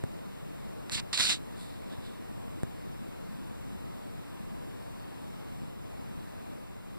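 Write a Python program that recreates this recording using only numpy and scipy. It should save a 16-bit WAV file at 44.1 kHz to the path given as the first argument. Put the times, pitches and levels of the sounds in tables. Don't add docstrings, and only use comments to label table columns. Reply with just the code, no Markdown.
import sys
import numpy as np
from scipy import signal
from scipy.fft import rfft, irfft, next_fast_len
from scipy.io import wavfile
from scipy.ndimage import uniform_filter1d

SR = 44100
rng = np.random.default_rng(int(sys.argv[2]) if len(sys.argv) > 2 else 0)


def put_to_file(sound):
    columns = np.atleast_2d(sound).T
    safe = np.clip(columns, -1, 1)
    whole_steps = np.round(safe * 32767)
    wavfile.write(sys.argv[1], SR, whole_steps.astype(np.int16))


N = 307818


def from_db(db):
    return 10 ** (np.asarray(db) / 20)


def unit_rms(x):
    return x / np.sqrt(np.mean(x ** 2) + 1e-20)


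def db_at(spectrum, hz):
    points_hz, points_db = np.transpose(spectrum)
    return np.interp(np.log(hz + 1), np.log(points_hz + 1), points_db)


def add_at(mix, time_s, sound):
    part = mix[round(time_s * SR):][:len(sound)]
    part += sound[:len(part)]


def colour(x, spectrum, size=4096):
    log_gain = np.log(from_db(db_at(spectrum, abs(np.fft.fftfreq(size, 1 / SR)))))
    response = np.exp(np.conj(signal.hilbert(log_gain)))
    taps = np.fft.ifft(response).real
    return signal.oaconvolve(x, taps / np.linalg.norm(taps))[:len(x)]


def resonate(x, hz, width_hz):
    carrier = np.exp(2j * np.pi * np.cumsum(hz) / SR)
    pole = np.exp(-np.pi * width_hz / SR)
    return 2 * (carrier * signal.lfilter([1 - pole], [1, -pole], x / carrier)).real


# (frequency [Hz], density [dB/Hz])
AIR_IN_PHASE = [(25, -69.5), (60, -70), (130, -74), (220, -81.5), (400, -88), (700, -91.5), (1000, -90),
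                (1500, -94.5), (2400, -97.5), (4200, -102), (6400, -109), (8500, -105), (15000, -108)]
AIR_ANTIPHASE = [(25, -77.5), (60, -75), (130, -72), (220, -72), (400, -78.5), (700, -80), (1000, -82.5),
                 (1500, -93.5), (2400, -96.5), (4200, -101), (6400, -109), (8500, -105), (15000, -108)]
# (centre [s], depth [dB], half length [s])
LULLS = [(5.773, -2, 0.083), (6.796, -2.5, 0.21)]


def air(spectrum, patch_db, trim_db=-0.02):
    hz, frame_s, bins = signal.stft(rng.standard_normal(N) * np.sqrt(SR / 2), SR, nperseg=2048)
    patches = uniform_filter1d(rng.standard_normal(bins.shape), size=14, axis=0)
    patches = unit_rms(uniform_filter1d(patches, size=5, axis=1))
    lull_db = sum(db * np.exp(-((frame_s - centre_s) / half_s) ** 2) for centre_s, db, half_s in LULLS)
    density_db = trim_db + db_at(spectrum, hz)[:, None] + patch_db * patches + lull_db
    return signal.istft(bins * from_db(density_db), SR, nperseg=2048)[1][:N]


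# (time [s], impulse [dB], contact [s])
GRIP_BUMPS = [(0.034, -3, 0.011), (3.497, -6.5, 0.0098), (3.596, 2, 0.016), (3.708, 0, 0.018),
              (3.769, 5, 0.016)]
# (time [s], impulse [dB], contact [s])
HAND_KNOCKS = [(0.0385, -0.5, 0.00011), (0.925, -9.5, 0.0015), (0.957, -6, 0.0027), (1.198, -8, 0.00081),
               (2.6332, 1.5, 0.00007)]
# (frequency [Hz], relative level [dB])
CASE_SPECTRUM = [(15, -18), (45, -3), (105, 5.5), (250, -3.5), (550, -12), (1000, -26.5), (1500, -26.5),
                 (1830, -24), (2200, -39), (3400, -34), (5200, -45), (6800, -37), (8400, -30), (12000, -38),
                 (16000, -52)]


def case_impacts(impacts):
    force = np.zeros(N)
    for time_s, impulse_db, contact_s in impacts:
        pulse = np.hanning(max(round(contact_s * SR), 1) + 2)
        add_at(force, time_s, from_db(impulse_db) * pulse / pulse.sum())
    return colour(force, CASE_SPECTRUM)


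# (frequency [Hz], relative level [dB])
SNAP_SPECTRUM = [(200, -27), (1000, 3), (2500, -1), (3800, 6), (6000, -7), (8500, -5), (11000, -21),
                 (14000, -27)]


def snap(time_s=0.897, energy_db=-13):
    return colour(from_db(energy_db) * signal.unit_impulse(N, round(time_s * SR)), SNAP_SPECTRUM)


def envelope_db(t, hold_s, attack_s, release_s):
    before = np.maximum(-t, 0) / attack_s
    after = np.maximum(t - hold_s, 0) / release_s
    return -14.5 * (before + after ** 1.35)


def friction(level_db, tilt_db_oct, slips_per_s, spread_db, hiss_share, judder_db, pivot_hz=4000):
    slips = rng.standard_normal(N) * from_db(spread_db * np.minimum(rng.exponential(1, N), 3))
    slips *= rng.random(N) < slips_per_s / SR
    rub = np.sqrt(1 - hiss_share) * unit_rms(slips) + np.sqrt(hiss_share) * rng.standard_normal(N)
    hz, frame_s, bins = signal.stft(rub, SR, nperseg=256)
    octaves = np.log2(np.maximum(hz, 1000) / pivot_hz)
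    tilt_db = octaves[:, None] * np.interp(frame_s * SR, np.arange(N), tilt_db_oct)
    tilted = signal.istft(bins * from_db(tilt_db), SR, nperseg=256)[1][:N]
    judder = unit_rms(uniform_filter1d(rng.standard_normal(N), size=180))
    return tilted * from_db(np.maximum(level_db, -200) + judder_db * judder)


# (time at full speed [s], hold [s], level [dB], attack [s], release [s],
#   start tilt [dB/oct], end tilt [dB/oct], resonance scale [ratio], zip start [Hz])
STROKES = [ (0.921, 0.079, -36, 0.0087, 0.0071, 6, -1, 1.02, 4280),
           (1.129, 0.02, -29.5, 0.00069, 0.031, -3, 1, 0.99, 4160),
           (1.198, 0.064, -25.5, 0.03, 0.033, -0.1, 1.2, 1.04, 3980),
           (1.292, 0.033, -26.5, 0.045, 0.034, 2, 1, 0.98, 3720), ]
# (frequency [Hz], relative level [dB])
RUB_SPECTRUM = [(40, -20), (180, -7.5), (500, -17.5), (1000, -15), (2000, -10), (2800, -4.5), (3800, -0.5),
                (4700, -5), (5500, -12), (6150, -13), (7000, -11), (8600, -10), (10000, -20),
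                (11300, -24.5), (12400, -26), (14000, -65)]
SAG_DB_PER_S = -24
ZIP_DB, ZIP_WIDTH_HZ, ZIP_CLIMB_HZ_PER_S = -5, 550, 4300


def stroke(time_s, hold_s, db, attack_s, release_s, start_tilt, end_tilt, scale, zip_hz):
    t = np.arange(N) / SR - time_s
    held_s = np.clip(t, 0, hold_s)
    level_db = db + envelope_db(t, hold_s, attack_s, release_s) + SAG_DB_PER_S * held_s
    tilt_db_oct = start_tilt + (end_tilt - start_tilt) * held_s / hold_s
    drag = friction(level_db, tilt_db_oct, slips_per_s=7000, spread_db=1.5, hiss_share=0.75, judder_db=1.1)
    rib_hz = zip_hz + ZIP_CLIMB_HZ_PER_S * held_s
    ribs = resonate(resonate(rng.standard_normal(N), rib_hz, ZIP_WIDTH_HZ), rib_hz, ZIP_WIDTH_HZ)
    zipping = unit_rms(ribs) * from_db(np.maximum(level_db, -200) + ZIP_DB)
    return colour(drag, [(hz * scale, gain_db) for hz, gain_db in RUB_SPECTRUM]) + zipping


# (peak time [s], level [dB], half length [s])
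PRESSES = [(0.924, -41.5, 0.016), (0.984, -39, 0.018), (1.206, -35.5, 0.02), (1.305, -37, 0.014)]
# (frequency [Hz], relative level [dB])
RASP_SPECTRUM = [(50, -22), (170, 3), (500, -8), (1300, -2.5), (2000, 0), (2800, 1.5), (3800, -14),
                 (6000, -39)]


def rasp():
    t = np.arange(N) / SR
    jerks = friction(0, np.zeros(N), slips_per_s=1100, spread_db=2.5, hiss_share=0.4, judder_db=1.5)
    pressure = sum(from_db(db) * np.exp(-((t - peak_s) / half_s) ** 2) for peak_s, db, half_s in PRESSES)
    return colour(jerks * pressure, RASP_SPECTRUM)


# (time [s], level [dB], length [s])
CATCHES = [(0.942, -33.5, 0.017), (0.998, -41, 0.004), (1.1296, -31.5, 0.0056), (1.1728, -26.5, 0.0082),
           (1.197, -23, 0.0036), (1.2035, -27, 0.008), (1.2945, -25, 0.0039), (1.3005, -27, 0.0027)]


def catches():
    bursts = np.zeros(N)
    for time_s, db, length_s in CATCHES:
        count = max(int(length_s * SR), 8)
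        burst = rng.standard_normal(SR)[:count] * signal.windows.tukey(count, 0.5)
        add_at(bursts, time_s, from_db(db) * unit_rms(burst))
    return colour(bursts, RUB_SPECTRUM)


# (peak time [s], level [dB], release [s], tilt [dB/oct])
SLIDES = [(1.598, -53, 0.22, 6), (1.928, -53, 0.041, -3), (2.052, -54.5, 0.11, 0)]
# (frequency [Hz], relative level [dB])
SLIDE_SPECTRUM = [(200, -12), (1000, -8), (2700, -9), (3600, 2), (4700, -5.5), (6000, -22), (7500, -12),
                  (9800, -12.5), (11000, -22), (14000, -30)]


def settling(attack_s=0.054):
    t = np.arange(N) / SR
    slides_db = [db + envelope_db(t - peak_s, 0, attack_s, release_s) for peak_s, db, release_s, _ in SLIDES]
    level_db = np.max(slides_db, axis=0)
    peaks_s, _, _, tilts = np.transpose(SLIDES)
    tilt_db_oct = np.interp(t, peaks_s, tilts)
    rub = friction(level_db, tilt_db_oct, slips_per_s=1700, spread_db=1.5, hiss_share=0.9, judder_db=2.0)
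    return colour(rub, SLIDE_SPECTRUM)


def cloth():
    return catches() + sum(stroke(*row) for row in STROKES) + rasp() + settling()


def scene():
    common = air(AIR_IN_PHASE, patch_db=1.13) + case_impacts(GRIP_BUMPS)
    antiphase = air(AIR_ANTIPHASE, patch_db=1.2)
    knocks = case_impacts(HAND_KNOCKS)
    near = cloth() + snap() + knocks
    far = from_db(-6.5) * cloth() + from_db(-20) * knocks
    return np.array([common + antiphase + far, common - antiphase + near])


# (frequency [Hz], gain [dB])
CROSSFEED = [(30, -0.5), (100, 1), (1500, -6), (3200, -3.5), (4500, -8), (6400, -1.5), (8000, -9),
             (9500, -17), (11000, -42), (14000, -44)]
# (left [dB], right [dB])
CHANNEL_DB = [0.99, 0]
PORT_DELAY_S, CUTOFF_HZ = 0.000313, 15600


def record(dry):
    hz = np.fft.rfftfreq(next_fast_len(N + 64), 1 / SR)
    size = 2 * (len(hz) - 1)
    ports = rfft(dry, size)
    crossfeed = from_db(np.minimum(db_at(CROSSFEED, hz), 0)) * np.exp(-2j * np.pi * hz * PORT_DELAY_S)
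    wide = irfft(ports - crossfeed * ports[::-1], size)[:, :N] * from_db(CHANNEL_DB)[:, None]
    lowpass = signal.firwin(511, CUTOFF_HZ, window=("kaiser", 9), fs=SR)
    return signal.oaconvolve(wide, lowpass[None], "same")


dry = scene()
out = record(dry)
put_to_file(out)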